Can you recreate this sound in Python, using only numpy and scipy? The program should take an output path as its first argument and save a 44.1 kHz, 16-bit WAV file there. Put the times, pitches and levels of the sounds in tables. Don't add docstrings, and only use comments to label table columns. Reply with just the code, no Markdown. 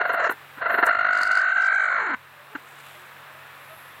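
import sys
import numpy as np
from scipy import signal
from scipy.fft import rfft, irfft
from scipy.io import wavfile
from scipy.ndimage import uniform_filter1d

SR = 44100
rng = np.random.default_rng(int(sys.argv[2]) if len(sys.argv) > 2 else 0)


def dump_mix(stems):
    frames = np.atleast_2d(stems).T
    limited = np.clip(frames, -1, 1)
    pcm = np.round(limited * 32767).astype(np.int16)
    wavfile.write(sys.argv[1], SR, pcm)


def natural_amplitude(level_db):
    exponent = np.asarray(level_db, float) / 20
    return 10 ** exponent


N = 176400
RASP_S, RASP_LENGTH_S = 1.28, 0.1


def rms_one(x):
    return x / np.sqrt(np.mean(x ** 2) + 1e-20)


def in_time(rows):
    time_s, *columns = np.transpose(rows)
    return [np.interp(np.arange(N) / SR, time_s, column) for column in columns]


def drift(rate_hz):
    r = np.exp(-2 * np.pi * rate_hz / SR)
    return rms_one(signal.lfilter([1], [1, -2 * r, r * r], rng.standard_normal(N + SR))[SR:])


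def bump(centre_s, length_s):
    return np.exp(-.5 * ((np.arange(N) / SR - centre_s) / length_s) ** 2)


def butter(x, order, hz, kind="low"):
    return signal.sosfilt(signal.butter(order, hz, kind, fs=SR, output="sos"), x)


def resonance(x, hz, width_hz):
    r = np.exp(-np.pi * width_hz / SR)
    poles = [1, -2 * r * np.cos(2 * np.pi * hz / SR), r * r]
    return signal.lfilter([(1 - r * r) / 2, 0, (r * r - 1) / 2], poles, x)


def resonance_twice(x, hz, width_hz):
    return resonance(resonance(x, hz, width_hz), hz, width_hz)


def bank(x, peaks, valleys=()):
    f = np.arange(2049) * SR / 4096
    gain = sum(natural_amplitude(db) / (1 + (2 * (f - hz) / width) ** 2) ** 1.5 for hz, width, db in peaks)
    for hz, width, depth in valleys:
        gain = gain * (1 - np.clip(depth, 0, .95) / (1 + (2 * (f - hz) / width) ** 2))
    fold = np.r_[1, 2 * np.ones(2047), 1, np.zeros(2047)]
    cepstrum = irfft(np.log(gain)) * fold
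    return signal.oaconvolve(x, irfft(np.exp(rfft(cepstrum)))[:1024])[:N]


# pitch_hz, density_db_per_hz
YARD_COLOUR = [(30, -54), (100, -15.5), (300, -16.5), (620, -9.5), (1400, -2), (3200, -14.5), (4800, -31),
               (15600, -24.5)]
# pitch_hz, wander_db, level_db
MOTOR_HUM = [(95, 3, -70), (139, 1.2, -62)]


def yard():
    t = np.arange(N) / SR
    noise, level_db = 0, -45
    edges_hz = 30 * 2 ** np.arange(0, 9.6, .5)
    white = rng.standard_normal((2, N))
    colour_hz, colour_db = np.transpose(YARD_COLOUR)
    for k, (low, high) in enumerate(zip(edges_hz, edges_hz[1:])):
        band_db = np.interp(np.log(low * high) / 2, np.log(colour_hz), colour_db)
        noise = noise + natural_amplitude(band_db) * butter(white[k % 2], 2, [low, high], "band")
    hum = 0
    for hz, wander_db, db in MOTOR_HUM:
        strength = natural_amplitude(db + 3 + wander_db * drift(5))
        hum = hum + strength * np.sin(2 * np.pi * hz * t + .4 * drift(3))
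    return natural_amplitude(level_db) * rms_one(noise) + hum


# centre_s, length_s, level_db
INSECT_SWELLS = [
    (2.91, 0.0987, -60.5),
    (3.778, 0.13, -57),
]


def insect():
    band = rms_one(resonance_twice(rng.standard_normal(N), hz=11500, width_hz=1700))
    return band * sum(natural_amplitude(db) * bump(s, length) for s, length, db in INSECT_SWELLS)


# centre_s, length_s, pitch_hz, level_db
FAR_CLUCKS = [(2.532, 0.016, 430, -49), (3.0, 0.06, 360, -58.5), (2.41, 0.032, 590, -50.5),
              (2.873, 0.031, 607, -57), (2.966, 0.013, 610, -50), (3.344, 0.087, 630, -53.5),
              (3.724, 0.02, 640, -45.5), (3.622, 0.043, 576, -58)]


def far_hens():
    t = np.arange(N) / SR
    out = 0
    for s, length, hz, db in FAR_CLUCKS:
        phase = 2 * np.pi * hz * (t + 0.24 * (t - s) ** 2)
        out = out + natural_amplitude(db) * bump(s, length) * (np.sin(phase) + 0.69 * np.sin(2 * phase))
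    return out


# centre_s, length_s, level_db, pitch_hz
RUSTLES = [(0.082, 0.022, -55, 13700), (0.142, 0.011, -51.5, 11800), (0.316, 0.01, -40.5, 12800),
           (0.75, 0.046, -48, 12960), (0.87, 0.012, -44.5, 8860), (2.842, 0.16, -59.5, 7600),
           (2.88, 0.089, -51.5, 2740), (0.257, 0.017, -49.5, 6040), (1.657, 0.028, -48.5, 5240),
           (0.868, 0.014, -41, 12730), (1.698, 0.22, -50.5, 6840)]


def straw():
    grains = rng.standard_normal(N) * natural_amplitude(4.3 * drift(180))
    out = 0
    for s, length, db, hz in RUSTLES:
        out = out + natural_amplitude(db) * bump(s, length) * rms_one(resonance_twice(grains, hz, .5 * hz))
    return out


# start_s, level_db, pitch_hz
STALK_SNAPS = [
    (0.867, -23.5, 7600),
    (.8662, -30, 12570),
]


def snaps():
    out = 0
    for s, db, hz in STALK_SNAPS:
        click = np.full(N, 1e-18)
        click[int(s * SR)] = 8 * natural_amplitude(db)
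        out = out + resonance_twice(click, hz, .7 * hz)
    return out


# crest_s, peak_db
RASP_TICKS = [(1.133, -32.5), (1.153, -33), (1.174, -27.5), (1.186, -35.5), (1.207, -41), (1.215, -28),
              (1.232, -23), (1.248, -43), (1.255, -34), (1.266, -35.5), (1.2748, -30.5), (1.289, -48.5),
              (1.315, -25), (1.327, -33.5), (1.335, -37), (1.3528, -26.5), (1.3734, -25), (1.387, -32),
              (1.397, -31.5), (1.4144, -29.5), (1.6243, -34), (1.6464, -41), (1.6677, -33)]
# pitch_hz, width_hz, level_db
RASP_COLOUR = [(4510, 820, 14), (5880, 3100, -7), (7600, 3000, -2.5), (10770, 2300, -5.5)]


def ticks():
    t = np.arange(N) / SR
    rise_s, fall_s, late_s, rasp_db = 0.002, 0.0014, 0.002, -54.5
    shape = natural_amplitude(rasp_db) * bump(RASP_S, RASP_LENGTH_S)
    for s, db in RASP_TICKS:
        since_s = t - s - late_s
        shape = shape + natural_amplitude(db - 2.5) * np.exp(np.minimum(since_s / rise_s, -since_s / fall_s))
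    return shape * rms_one(bank(rng.standard_normal(N), RASP_COLOUR))


# time_s, pitch_lead_cycles, loudness_depth_db, fundamental_lift_db, pitch_dip_narrowness
FLUTTER = [(0, -0.39, 2.5, 7.5, 3.96), (.85, -0.42, 1.5, 7.5, 4.11), (.92, -0.23, 7, -2, 3.83),
           (1.35, -0.2, 2.5, -8, 4.32), (1.47, 0.16, 3, -10.5, 4.0), (1.8, 0.1143, 5.5, -7.5, 3.05),
           (1.98, 0.08, 3.5, -5, 1.6), (2.15, 0.059, -1.5, 5.5, 1.98), (2.55, 0.091, -1, 11.5, 2.12)]


def throat_source(call, beats):
    pitch_hz, _, rough, swing, weak_db = in_time(call)
    lead, flutter_db, lift_db, narrow = in_time(FLUTTER)
    beat = .08 + in_time(beats)[0] + 0.0505 * drift(25.68)
    strong_weak = np.cos(np.pi * beat)

    depth = swing * (1 + .04 * weak_db * (strong_weak - 1)) * (1 + 0.2531 * drift(20))
    dip = np.abs(np.sin(np.pi * (beat + lead))) ** narrow
    hz = pitch_hz * np.exp(-depth * dip + 0.2483 * rough * drift(246.6))
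    phase = 2 * np.pi * np.cumsum(hz) / SR
    tilt = .35
    pulses = rms_one(sum(k ** -tilt * np.cos(k * phase) * (k * hz < 9000) for k in range(1, 19)))
    pulses = pulses + (natural_amplitude(lift_db) - 1) * .5 * np.cos(phase)

    breath_db, breath_cut_hz = 4.5, 2650
    air = rms_one(butter(rng.standard_normal(N), 2, breath_cut_hz))
    breath = natural_amplitude(breath_db) * rough * air * (1 + np.cos(phase))

    squareness, uneven_db, double_beat_db = 2.46, 4, 5.5
    gate_db = flutter_db * np.tanh(squareness * np.cos(2 * np.pi * beat)) + weak_db * strong_weak
    gate_db = gate_db + uneven_db * rough * drift(73)
    rasp = bump(RASP_S + 0.034, RASP_LENGTH_S)
    gate = natural_amplitude(gate_db + double_beat_db * rasp * np.cos(4 * np.pi * beat))
    return (pulses + breath) * gate, gate


# pitch_hz, width_hz, level_db
THROAT_PEAKS = [(257, 404, -8.5), (685, 315, -7), (974, 232, 5.5), (1492.4, 533, 10), (1930, 490, 0.5),
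                (3930, 1600, -23.5), (4117, 370, -15)]
SHUT_PEAKS = [(2817, 435, -2.5)]
OPEN_PEAKS = [(2201, 253, 3.3)]
TOP_PEAKS = [(7310, 900, -27), (6380, 1100, -26.5)]
# pitch_hz, width_hz, depth_0_to_1
THROAT_VALLEYS = [(944, 58, 0.7), (2710, 93, 0.14), (2970, 280, .9), (3350, 83, 0.8), (4040, 50, 1)]


def throat_and_beak(source, gate, call_start_s):
    t = np.arange(N) / SR
    opens_s, takes_s, shut_fades, cut_hz = 1.66, 0.05, 0.9, 5070
    opening = (1 + np.tanh((t - opens_s) / takes_s)) / 2
    opening = opening * (t < call_start_s + 2) * (call_start_s < opens_s)
    voice = bank(source, THROAT_PEAKS) + opening * bank(source, OPEN_PEAKS)
    voice = voice + (1 - shut_fades * opening) * bank(source, SHUT_PEAKS)
    voice = butter(voice, 8, cut_hz) + bank(gate * rng.standard_normal(N), TOP_PEAKS)
    voice = butter(voice, 2, 220, "high")
    return bank(voice, [(0, 1e7, 0)], THROAT_VALLEYS)


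# centre_s, level_db
BEAT_STRESS = [(.018, 2), (.038, -5.5), (.06, 2), (.078, -6), (.101, 1.5), (0.131, -2.5), (.142, 1.5),
               (0.172, -2.5), (0.29, -5), (.3, 3), (0.314, -3), (.625, 2.5), (.665, 3), (0.687, -5),
               (.707, 2.5), (.748, 1), (.767, -4), (.791, 1.5), (0.811, -3.5), (.835, 2), (0.855, -3),
               (.893, 2.5), (0.936, -6.5), (.975, -8.5), (1.012, -1.5), (1.032, -4.5), (1.073, -1.5),
               (1.113, -1), (1.197, -1), (1.25, -2.5), (1.29, -1), (1.317, 3.5), (1.375, 4.5),
               (1.441, -0.5), (1.544, -5.5), (1.585, 2.5), (1.667, 0), (1.687, 1), (1.705, -0.5),
               (1.766, -1), (1.843, -0.5), (1.874, -1.5), (1.913, 0.5), (2.0, 2), (2.12, -2), (2.138, 1)]


def even_and_stress(voice):
    t = np.arange(N) / SR
    power = uniform_filter1d(uniform_filter1d(voice ** 2, size=2600), size=2600)
    voice = voice / np.sqrt(power)
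    ceiling, growl_share, from_s = 1.75, .55, 1.08
    push = np.interp(t, [from_s - .1, from_s + 0.15], [growl_share, 1])
    height = np.abs(signal.hilbert(voice)) / ceiling * push
    stress_db = sum(db * bump(s, 0.0073) for s, db in BEAT_STRESS)
    voice = voice * (1 + height ** 4) ** -.25 * natural_amplitude(stress_db)
    return butter(voice, 2, 170, "high")


def puff(level_db):
    puff_db, puff_hz = -61.5, 70.5
    edges_hz = [.5 * puff_hz, 2 * puff_hz]
    air = rms_one(butter(rng.standard_normal(N), 1, edges_hz, "band"))
    lasts = np.arange(N) / SR < RASP_S + RASP_LENGTH_S
    return natural_amplitude(puff_db + level_db + 17 + 4.7 * drift(15)) * air * lasts


# time_s, pitch_hz, level_db, roughness_0_to_1, pitch_swing_0_to_1, strong_weak_db
SHORT_GROWL = [(0, 722, -22, 0.17, 0.64, 1.5), (.15, 719.6, -23, 0.18, 0.44, 4),
               (.22, 691.8, -20, 0.18, 0.32, -4.5), (.278, 663.2, -19.5, 0.11, 0.44, 0),
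               (.29, 550.3, -26.5, 0.21, 0.38, -1.5), (.297, 565.5, -15.5, 0, 0.5, -2),
               (.306, 520.5, -32, 0.2, .3, -5.5), (.312, 507.5, -23, 0.56, 0.47, -1),
               (.345, 455, -41, 0.05, 0.25, 4)]
LONG_SQUAWK = [(.572, 248.7, -40.5, 0.045, .1, 8.5), (.605, 718.3, -29.5, 0.18, 0.42, 6.5),
               (.67, 697.4, -22.5, 0.27, 0.58, 2.5), (.85, 699.7, -17, 0.28, 0.65, 6),
               (.9, 718.5, -17, 0.12, 0.17, -1.5), (1.79, 800.4, -14.5, 0.056, .28, 2.5),
               (1.97, 735, -16.5, 0.07, .48, 1), (2.045, 469.3, -20, 0.11, 0.3, -1),
               (2.148, 254.6, -16.5, 0.14, 0.098, -4)]
SHORT_CLUCK = [
    (2.549, 320.7, -41, 0.099, 0.023, 0.0055),
    (2.553, 312.5, -22.5, 0.15, 0, 0.015),
    (2.563, 270, -26, 0.22, 0, 0),
    (2.569, 250, -54, 0.049, 0.015, 0),
]
# time_s, beats_so_far
SHORT_BEATS = [(-.023, -2), (.101, 4), (.182, 8), (.247, 11), (.299, 13), (.34, 15)]
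LONG_BEATS = [(.584, -2), (.706, 4), (.876, 12), (.894, 13), (1.132, 25), (1.375, 37), (1.465, 41),
              (1.803, 58), (1.943, 65), (2.15, 75)]


def hen():
    t = np.arange(N) / SR
    release_s, out = 0.001, 0
    for call, beats in [(SHORT_GROWL, SHORT_BEATS), (LONG_SQUAWK, LONG_BEATS), (SHORT_CLUCK, LONG_BEATS)]:
        start_s, end_s = call[0][0], call[-1][0]
        level_db = in_time(call)[1]
        source, gate = throat_source(call, beats)
        voice = even_and_stress(throat_and_beak(source, gate, start_s))
        on = (t > start_s) * np.exp(-np.maximum(t - end_s, 0) / release_s)
        out = out + on * (natural_amplitude(level_db) * voice + puff(level_db))
    return out


def nest_box(x):
    size_s, echo_db = .012, -16
    echoes = np.zeros(int(3 * size_s * SR))
    echoes[0] = 1
    echoes[int(.37 * size_s * SR)] = natural_amplitude(echo_db)
    echoes[int(size_s * SR)] = -natural_amplitude(echo_db - 3)
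    echoes[int(2.3 * size_s * SR)] = natural_amplitude(echo_db - 9)
    return signal.fftconvolve(x, echoes)[:N]


def scene():
    background = yard() + insect() + far_hens()
    return (background + straw() + snaps() + nest_box(hen() + ticks()))[None]


def drop_weak_bands(x):
    low_hz, high_hz, low_db, high_db = 350, 4640, -40.5, -43
    hz, _, spec = signal.stft(x, SR, window="hann", nperseg=2048, noverlap=1536)
    power = np.abs(spec) ** 2
    band = np.where(hz < 1000, hz // 130, 8 + (hz - 100) // 575).astype(int)
    band_power = np.array([power[band == k].sum(axis=0) + 1e-20 for k in range(band.max() + 1)])
    share_db = 10 * np.log10(band_power[band] / power.sum(axis=0))
    limit_db = np.where(hz < low_hz, low_db, np.where(hz > high_hz, high_db, -200))
    keep = np.clip((share_db - limit_db[:, None]) / 2 + .5, 0, 1)
    return signal.istft(spec * keep, SR, window="hann", nperseg=2048, noverlap=1536)[1][:N]


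def gain_control(x):
    start_db, ratio, rise_s, fall_s = -29, 0.52, 1, 0.4
    level_db = 10 * np.log10(uniform_filter1d(x ** 2, size=441) + 1e-12)
    over_db = np.maximum(level_db - start_db, 0)
    rise, fall = np.exp(-1 / (rise_s * SR)), np.exp(-1 / (fall_s * SR))
    built_db = signal.lfilter([1 - rise], [1, -rise], over_db)
    recent_db = signal.lfilter([1 - fall], [1, -fall], over_db)
    return x * natural_amplitude(-ratio * np.minimum(built_db, recent_db))


def band_limit(x):
    return signal.sosfilt(signal.butter(12, 15750, fs=SR, output="sos"), x)


def record(dry):
    mix = drop_weak_bands(gain_control(dry[0]))[None]
    return band_limit(mix)


dry = scene()
out = record(dry)
dump_mix(out)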